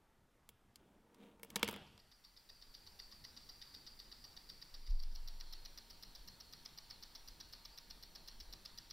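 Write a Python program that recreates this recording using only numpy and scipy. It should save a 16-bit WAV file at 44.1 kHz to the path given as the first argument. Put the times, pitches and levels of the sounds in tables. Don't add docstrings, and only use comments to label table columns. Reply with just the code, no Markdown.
import sys
import numpy as np
from scipy import signal
from scipy.fft import rfft, irfft
from scipy.io import wavfile
from scipy.ndimage import uniform_filter1d

SR = 44100
rng = np.random.default_rng(int(sys.argv[2]) if len(sys.argv) > 2 else 0)


def store_pcm(level_fs):
    pcm = np.round(np.clip(level_fs, -1, 1) * 32767).astype(np.int16)
    wavfile.write(sys.argv[1], SR, np.atleast_2d(pcm).T)


def ratio(d):
    e = np.asarray(d, float) / 20
    return 10 ** e


N = 393372

# frequency in Hz, level in dB, decay t60 in seconds.
THUD = [(205, -6.5, 0.11), (279, -9, 0.022), (327, -8.5, 0.026), (465, -2.5, 0.061), (574, -5, 0.033),
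        (937, 0, 0.022), (1310, 7.5, 0.0069)]


def evened(x):
    return x / np.sqrt(np.mean(x ** 2) + 1e-20)


def read(points, hz):
    f, value = np.transpose(points)
    return np.interp(np.log(hz + 1), np.log(f + 1), value)


def add(mix, start_s, sound):
    part = mix[round(start_s * SR):][:len(sound)]
    part += sound[:len(part)]


def colour(x, shape):
    hz = np.fft.rfftfreq(len(x), 1 / SR)
    return irfft(rfft(x) * ratio(read(shape, hz)), len(x))


def ramp(start_s, end_s):
    return np.clip((np.arange(N) / SR - start_s) / (end_s - start_s), 0, 1)


def positions():
    stand = ramp(1.65, 3.03)
    leave_first = ramp(4.77, 5.19)
    second = ramp(4.76, 5.21)
    return np.array([1 - stand, stand * (1 - leave_first), second])


def heard(levels_db):
    return np.sqrt(((ratio(levels_db)[:, None] * positions()) ** 2).sum(0))


def ring(modes, luck, rise_s, spread_db, seconds, stray=0):
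    hz, db, t60_s = np.transpose(modes)[:, :, None]
    t, count = np.arange(round(seconds * SR)) / SR, len(modes)
    level = ratio(db + spread_db * luck[:count, None] - 60 * t / t60_s)
    phase = luck[-count:, None]
    hz = hz * (1 + stray * np.sin(20 * phase))
    modes_sum = (level * np.sin(2 * np.pi * (hz * t + phase))).sum(0)
    sound = modes_sum * (1 - np.exp(-t / rise_s))
    return sound / abs(sound).max()


def tail(shape, t60_s, onset_s):
    t = np.arange(SR) / SR
    answer = colour(rng.standard_normal(SR), shape) * ratio(-60 * t / t60_s) * (1 - np.exp(-t / onset_s))
    return answer / np.linalg.norm(answer)


def wash(shape, patchy_db):
    # frequency in Hz, correlation from 0 to 1.
    likeness = [(50, .95), (200, .83), (2800, .76), (3600, .97), (5400, .97), (6300, .3), (16000, .28)]
    frames, hz = N // 512 + 5, np.fft.rfftfreq(2048, 1 / SR)
    a, b, c, d, patches = rng.standard_normal((frames, 1025, 5)).T
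    patches = uniform_filter1d(patches, size=16, axis=0)
    patches = evened(uniform_filter1d(patches, size=6, axis=1))
    same = np.clip(read(likeness, hz), 0, 1)[:, None]
    mid = (a + 1j * b) * np.sqrt(1 + same)
    side = (c + 1j * d) * np.sqrt(1 - same)
    z = np.array([mid + side, mid - side]) * ratio(read(shape, hz)[:, None] + patchy_db * patches)
    return evened(signal.istft(z, nperseg=2048, noverlap=1536)[1][:, :N])


def wavering_tone(hz, waver_hz, level_db):
    waver = uniform_filter1d(rng.standard_normal(N), size=1500)
    waver = evened(uniform_filter1d(waver, size=1500))
    return ratio(level_db) * np.sin(2 * np.pi * np.cumsum(hz + waver_hz * waver) / SR)


def background():
    # frequency in Hz, level in dB per Hz.
    murmur_shape = [(35, -33.5), (60, -1), (103, -4.5), (197, -5.5), (417, -12), (577, -14), (639, -14.5),
                    (913, -11), (1010, -16), (1180, -15), (1900, -19), (2410, -24.5), (3500, -30.5),
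                    (4550, -41), (7700, -120)]
    hiss_shape = [(300, -4), (2000, 6), (6500, 3.5), (12000, 3.5), (15500, 4), (15780, -2), (15900, -49)]
    rumble_shape = [(8, -16), (18, 16), (45, 1), (70, -15.5), (120, -53.5)]
    # peak in seconds, half length in seconds, rumble rise in dB.
    shakes = [
        (2.85, 0.34, 1.5),
        (4.05, 0.28, 3),
        (5.1, 0.4, 11),
        (6.108, 0.44, 4.5),
        (7.303, 0.36, 6),
        (8.45, 0.25, 10),
    ]
    clack_s, clack_rise_s, clack_hold_s = 1.613, 0.23, 0.11
    t = np.arange(N) / SR
    fades = positions()

    fan = wavering_tone(930, 3, level_db=-79) * (np.array([0, .45, .9]) @ fades)
    whine = wavering_tone(3245, 6, level_db=-86) * fades[2]

    shakes_db = sum(db * np.maximum(1 - abs(t - s) / half_s, 0) for s, half_s, db in shakes)
    rumble = wash(rumble_shape, 1.34).mean(0) * heard((-77.5, -67, -66)) * ratio(shakes_db)

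    swell = ramp(clack_s - clack_rise_s, clack_s)
    stir = swell ** 3 * ratio(-54 - 70 * np.maximum(t - clack_s - clack_hold_s, 0))
    murmur = wash(murmur_shape + [(6000, -60)], 1.96) * np.hypot(heard((-74, -71, -69.5)), stir)
    linger = swell * ratio(-74 - 10 * (t - clack_s))
    hiss = wash(hiss_shape, 0.95) * np.hypot(heard((-82.5, -70.5, -70.5)), linger)
    return fan + whine + rumble + murmur + hiss


def knocks():
    # time in seconds, swing peak in dB.
    wobble = [
        (4.7, -51),
        (4.875, -46),
        (4.905, -30),
        (4.95, -28.5),
        (4.99, -34.5),
        (5.07, -35),
        (5.13, -39.5),
        (5.6, -48),
        (5.85, -66),
    ]
    # frequency in Hz, level in dB, decay t60 in seconds.
    bench = [
        (66, -52, 1.3),
        (77, -56, .9),
        (105, -54, .3),
    ]
    bench_s, first_swing_s, onset_s = 4.885, 4.895, .006
    swing_hz, kick_hz, settle_s, rebound_s = 20, 22.5, .07, .3
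    s, db = np.transpose(wobble)
    t, out = np.arange(s[0], s[-1], 1 / SR), np.zeros(N)

    since = np.maximum(t - bench_s, 0)
    kick = (1 - np.exp(-since / onset_s)) * np.exp(-since / settle_s)
    hz = swing_hz + kick_hz * kick * np.cos(2 * np.pi * since / rebound_s)
    turns = np.cumsum(hz) / SR
    lean = np.minimum((t - s[0]) / .04, 1)
    swing = np.cos(2 * np.pi * (turns - np.interp(first_swing_s, t, turns)))
    add(out, s[0], lean * ratio(np.interp(t, s, db)) * swing)

    t = t - s[0]
    boom = sum(ratio(db - 60 * t / t60_s) * np.sin(2 * np.pi * hz * t) for hz, db, t60_s in bench)
    add(out, bench_s, (1 - np.exp(-t / onset_s)) * boom)
    return out


def handling():
    # time in seconds, rub level in dB.
    touches = [
        (0.752, -94),
        (0.794, -70.5),
        (1.064, -74),
        (1.18, -68),
        (1.234, -61),
        (1.35, -69.5),
        (1.388, -76),
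        (1.47, -69),
        (1.55, -65),
    ]
    rub_shape = [(120, -36), (220, 12.5), (600, -0.5), (1200, -11.5), (3000, -27)]
    scrape_shape = [(500, -29), (1200, -10), (2300, -1), (3700, -2.0), (4500, -17), (9000, -19), (14000, -41)]
    slip_at_db, slip_db, slip_growth, grip_s = -60.5, -69, 1.7, 1.36
    t = np.arange(N) / SR

    body = ring(THUD, np.zeros(14), rise_s=0.0052, spread_db=0, seconds=0.4)
    rub = evened(signal.fftconvolve(rng.standard_normal(N), body)[:N])
    rub = rub + 1.14 * evened(colour(rng.standard_normal(N), rub_shape))

    slip_now = rng.random(N) < 2500 / SR
    slip_size = ratio(2.5 * np.minimum(rng.exponential(1, N), 5))
    scrape = colour(slip_now * slip_size * rng.standard_normal(N), scrape_shape)

    s, db = np.transpose(touches)
    pressure = ratio(np.interp(t, s, db, left=-120, right=-120))
    slipping = ratio(slip_db) * (pressure / ratio(slip_at_db)) ** slip_growth * (t < grip_s)
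    return evened(rub) * pressure + evened(scrape) * slipping


def clicks():
    # start in seconds, ring, thud and snap levels in dB, ring pitch in Hz.
    contacts = [(0.4902, -49.5, -64, -49, 3020), (0.758, -55, -77, -55.5, 2930),
                (1.1452, -67, -66, -66, 4600), (1.3959, -62, -63.5, -70, 1820),
                (1.4317, -42, -53, -44.5, 2160), (1.4473, -61, -57, -54, 2220),
                (1.503, -50, -77, -51.5, 2750), (1.5584, -27, -39, -32, 4050),
                (1.5634, -32, -41, -41, 1620), (1.595, -47, -63, -54.5, 2660),
                (1.6291, -18.5, -31, -32, 2470), (1.645, -47, -51, -48, 3050),
                (1.6779, -32.5, -49, -42.5, 2370), (1.6866, -34, -40.5, -43, 2760),
                (1.6945, -53, -46.5, -47, 2730), (1.711, -56, -61, -45, 2780),
                (1.7278, -56, -48.5, -47, 2250), (1.74, -42, -55, -57, 2180), (1.7616, -46, -50, -56, 2190),
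                (1.9777, -58, -65.5, -65, 4690)]
    # start in seconds, extra snap tilt in dB per octave.
    extra_tilts = [
        (0.4902, 6),
        (0.7576, -5),
        (1.503, 2.5),
    ]
    # frequency in Hz, level in dB, decay t60 in seconds.
    steel = [(1780, -5.5, .012), (2223, -1, 0.014), (2750, -5.5, 0.012), (3140, -2.5, 0.013),
             (3460, 0, 0.01), (3950, -2.5, 0.0091), (4940, -2, 0.0079)]
    # frequency in Hz, level in dB.
    snap_shape = [(2500, -40), (4500, -3), (6500, -4), (9000, -3.5), (12000, -1), (14500, -7.5),
                  (16500, -1)]
    room_shape = [(60, -9), (130, -8), (200, -3), (500, -8), (1400, -13), (2200, -10), (2700, -1),
                  (3300, 0), (3800, -10), (5200, -13), (6200, -26), (16000, -38)]
    out, blows, t = np.zeros(N), np.zeros(N), np.arange(2000) / SR
    noises = rng.standard_normal((len(contacts), 2000))
    lucks = rng.standard_normal((len(contacts), 14))
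    for (s, ring_db, thud_db, snap_db, hz), luck, noise in zip(contacts, lucks, noises):
        tilt_db = 0.5 + 0.55 * (snap_db - ring_db) - 12 * np.log2(hz / 2500)
        tilt_db += sum(db for at, db in extra_tilts if abs(at - s) < .005)
        snap = evened(colour(noise, [(f, db + tilt_db * np.log2(f / 9000)) for f, db in snap_shape]))
        snap_fall = ratio(snap_db + 3.5 - 60 * t / 0.01) + ratio(snap_db - 10 - 60 * t / 0.051)
        near = [(f, db - 10 * abs(np.log2(f / hz)), t60_s) for f, db, t60_s in steel]
        ringing = ring(near, luck, rise_s=.0008, spread_db=1.5, seconds=.06)
        thud = ring(THUD, luck[::-1], rise_s=.0006, spread_db=1.5, seconds=.3)
        add(out, s, snap_fall * snap)
        add(out, s + .0006, ratio(ring_db) * ringing)
        add(out, s + .0006, ratio(thud_db + 6) * thud)
        add(blows, s, ratio([ring_db]))
    room = tail(room_shape, t60_s=0.73, onset_s=0.0012)
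    return out + ratio(2.5) * signal.fftconvolve(blows, room)[:N]


def escapement(count, start_s, fade, kinds, uneven, modes, shimmer, halo, halo_db, halo_t60_s):
    # frequency in Hz, level in dB.
    crack_shape = [(1500, -19), (3200, -10.5), (4200, 1), (5600, 3), (6300, -23.5), (10000, -15),
                   (15000, -26)]
    beat_s, lock_jitter_s, blow_jitter_db = .12503, .0004, 1.0
    crack_db, crack_t60_s = -13.5, 0.016
    after_ring_db, after_ring_t60_s = 5.5, 0.046
    out, blows, cracks = np.zeros((3, N))
    burst = ratio(crack_db - 60 * np.arange(900) / SR / crack_t60_s)
    changes = {int((s - start_s) / beat_s + .5): np.array(db) for s, *db in uneven}
    for k, luck in enumerate(rng.standard_normal((count, 3, 34))):
        free_s = start_s + k * beat_s
        free_db, push_db, lock_db, shine_db, wait_s = kinds[k % 2]
        fade_db = 20 * np.log10(fade[round(free_s * SR)] + 1e-3)
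        change_db = changes.get(k, blow_jitter_db * luck[:2, -1])
        free_db, lock_db = np.array([free_db, lock_db]) + change_db + fade_db
        lock_s = free_s + wait_s + lock_jitter_s * luck[2, -1]
        steps = [(free_s, free_db - 3.0, -2.5),
                 (free_s + .0040, free_db + push_db, -1.5),
                 (lock_s - .0008, lock_db, -2.5)]
        for (s, db, shine_rel_db), chance in zip(steps, luck):
            body = ring(modes, chance[:22], rise_s=.002, spread_db=2.5, seconds=.05, stray=.035)
            shine = ring(shimmer, chance[22:], rise_s=.0007, spread_db=4, seconds=.03, stray=.01)
            add(out, s, ratio(db) * body)
            add(cracks, s, ratio(db) * burst)
            add(out, s, ratio(shine_db + fade_db + shine_rel_db) * shine)
        blow_db = .5 * (max(free_db, lock_db) + fade_db + 46) - 40
        add(blows, lock_s, ratio(blow_db) ** 2 * np.ones(1))
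    t = np.arange(SR) / SR
    dying = ratio(-60 * t / halo_t60_s) ** 2
    after = ratio(after_ring_db - 60 * t / after_ring_t60_s) ** 2
    dying = (dying + after) / dying.sum()
    ring_on = np.sqrt(abs(signal.fftconvolve(blows, dying)[:N]))
    out += cracks * evened(colour(rng.standard_normal(N), crack_shape))
    return out + ratio(halo_db) * ring_on * evened(wash(halo, patchy_db=2.5).mean(0))


def first_position():
    # unlocking dB, push over unlocking dB, locking dB, shimmer dB, locking delay in seconds.
    kinds = [
        (-46, -4.5, -44.5, -65.5, .0091),
        (-46.5, -2, -42.5, -60.5, .0094),
    ]
    # beat time in seconds, unlocking change in dB, locking change in dB.
    uneven = [(2.0, -3, 0.5), (2.12, 3.5, 1.5), (2.25, 1, 0), (2.75, -1, 0.5), (3.0, 0, 1), (4.25, 2, -4),
              (2.5, 1.5, 1.5), (2.62, -1, 0), (3.12, -1.5, -3.5), (3.25, 1, 2), (3.5, 3, -17), (3.62, 5, 1),
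              (3.75, 0, 1), (3.87, 2, 0.5), (4.37, 2, 0), (4.62, -1, 1.5), (4.75, 3.2, -3.5),
              (4.87, 1.5, 1), (5.0, -1, 3)]
    # frequency in Hz, level in dB, decay t60 in seconds.
    modes = [(1152, -27.5, 0.045), (1930, -13, 0.016), (2900, -21.5, 0.0077), (2940, -17, 0.021),
             (3794, 1.5, 0.0097), (4200, 1, 0.0054), (4537, 1.5, 0.012), (4832, -2, 0.025),
             (5530, -5.5, 0.023), (6060, -14, 0.0097)]
    shimmer = [(10000, 7, 0.013), (12823, 12, 0.027), (13200, -3, .008), (14500, 16, .01)]
    # frequency in Hz, level in dB.
    halo = [(800, -20), (2000, -19), (2700, -22), (3700, -15), (4150, -11), (4400, -5), (4600, -4),
            (4800, 0), (4900, -3), (5130, -16), (5480, -9), (5750, -14), (6100, -28), (9000, -44)]
    return escapement(27, 1.8648, positions()[1], kinds, uneven, modes, shimmer, halo,
                      halo_db=11.7, halo_t60_s=1.0)


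def second_position():
    # unlocking dB, push over unlocking dB, locking dB, shimmer dB, locking delay in seconds.
    kinds = [
        (-45, -1.5, -41, -56.5, .0087),
        (-43, -5.5, -41.5, -53, .0097),
    ]
    # beat time in seconds, unlocking change in dB, locking change in dB.
    uneven = [(5.41, 0, 1.5), (5.53, 1.1, 2), (5.78, 2.5, -0.5), (5.91, -2, -3.5), (6.15, 1.5, -5),
              (6.28, 0, -3), (6.41, -1, -2.5), (6.53, -2, 1), (6.66, -0.5, 3), (7.16, 5, -4),
              (7.28, -1.5, -1), (7.41, 2, 2), (7.66, 4, -19), (7.78, .6, 1.5), (8.03, -2.5, -2),
              (8.16, 0.5, 1), (8.41, 3.5, -2.5), (8.53, 1, 1), (8.66, 2.5, 2.5)]
    # frequency in Hz, level in dB, decay t60 in seconds.
    modes = [(1220, -20, 0.021), (1567, -28, 0.029), (1874, -21, 0.028), (2226, -27, 0.04),
             (2863, -18.5, 0.021), (3500, -9, 0.013), (4110, 0.5, 0.011), (4690, 0, 0.012),
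             (5030, -1, 0.015), (5530, 1, 0.013), (5970, -7.5, 0.011)]
    shimmer = [(10314, -10, .014), (12955, -1, .016), (13800, -5, .009), (14200, 0, .011),
               (15000, -1.5, .012), (15500, -12, .01)]
    # frequency in Hz, level in dB.
    halo = [(2600, -18), (3300, -12), (3850, -9), (4200, -5), (4310, 0), (4410, -5), (4500, -1), (4700, -7),
            (5200, -11), (5500, -11), (5630, -6), (5800, -13), (6200, -25), (9000, -44)]
    return escapement(35, 4.6501, positions()[2], kinds, uneven, modes, shimmer, halo,
                      halo_db=9.1, halo_t60_s=1.0)


def scene():
    pair = background()
    mono = colour(pair.mean(0), [(8000, 0), (14600, -3), (15100, -30)])
    width = ramp(1.95, 2.25)
    room = mono + width * (pair - mono)
    return room + knocks() + handling() + clicks() + first_position() + second_position()


def top_cut(x):
    return signal.sosfilt(signal.butter(12, 16850, fs=SR, output="sos"), x)


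def record(dry):
    edge = signal.firwin(301, 16350, window=("kaiser", 9), fs=SR)
    mix = signal.oaconvolve(dry, edge[None], "same")
    return top_cut(mix)


dry = scene()
out = record(dry)
store_pcm(out)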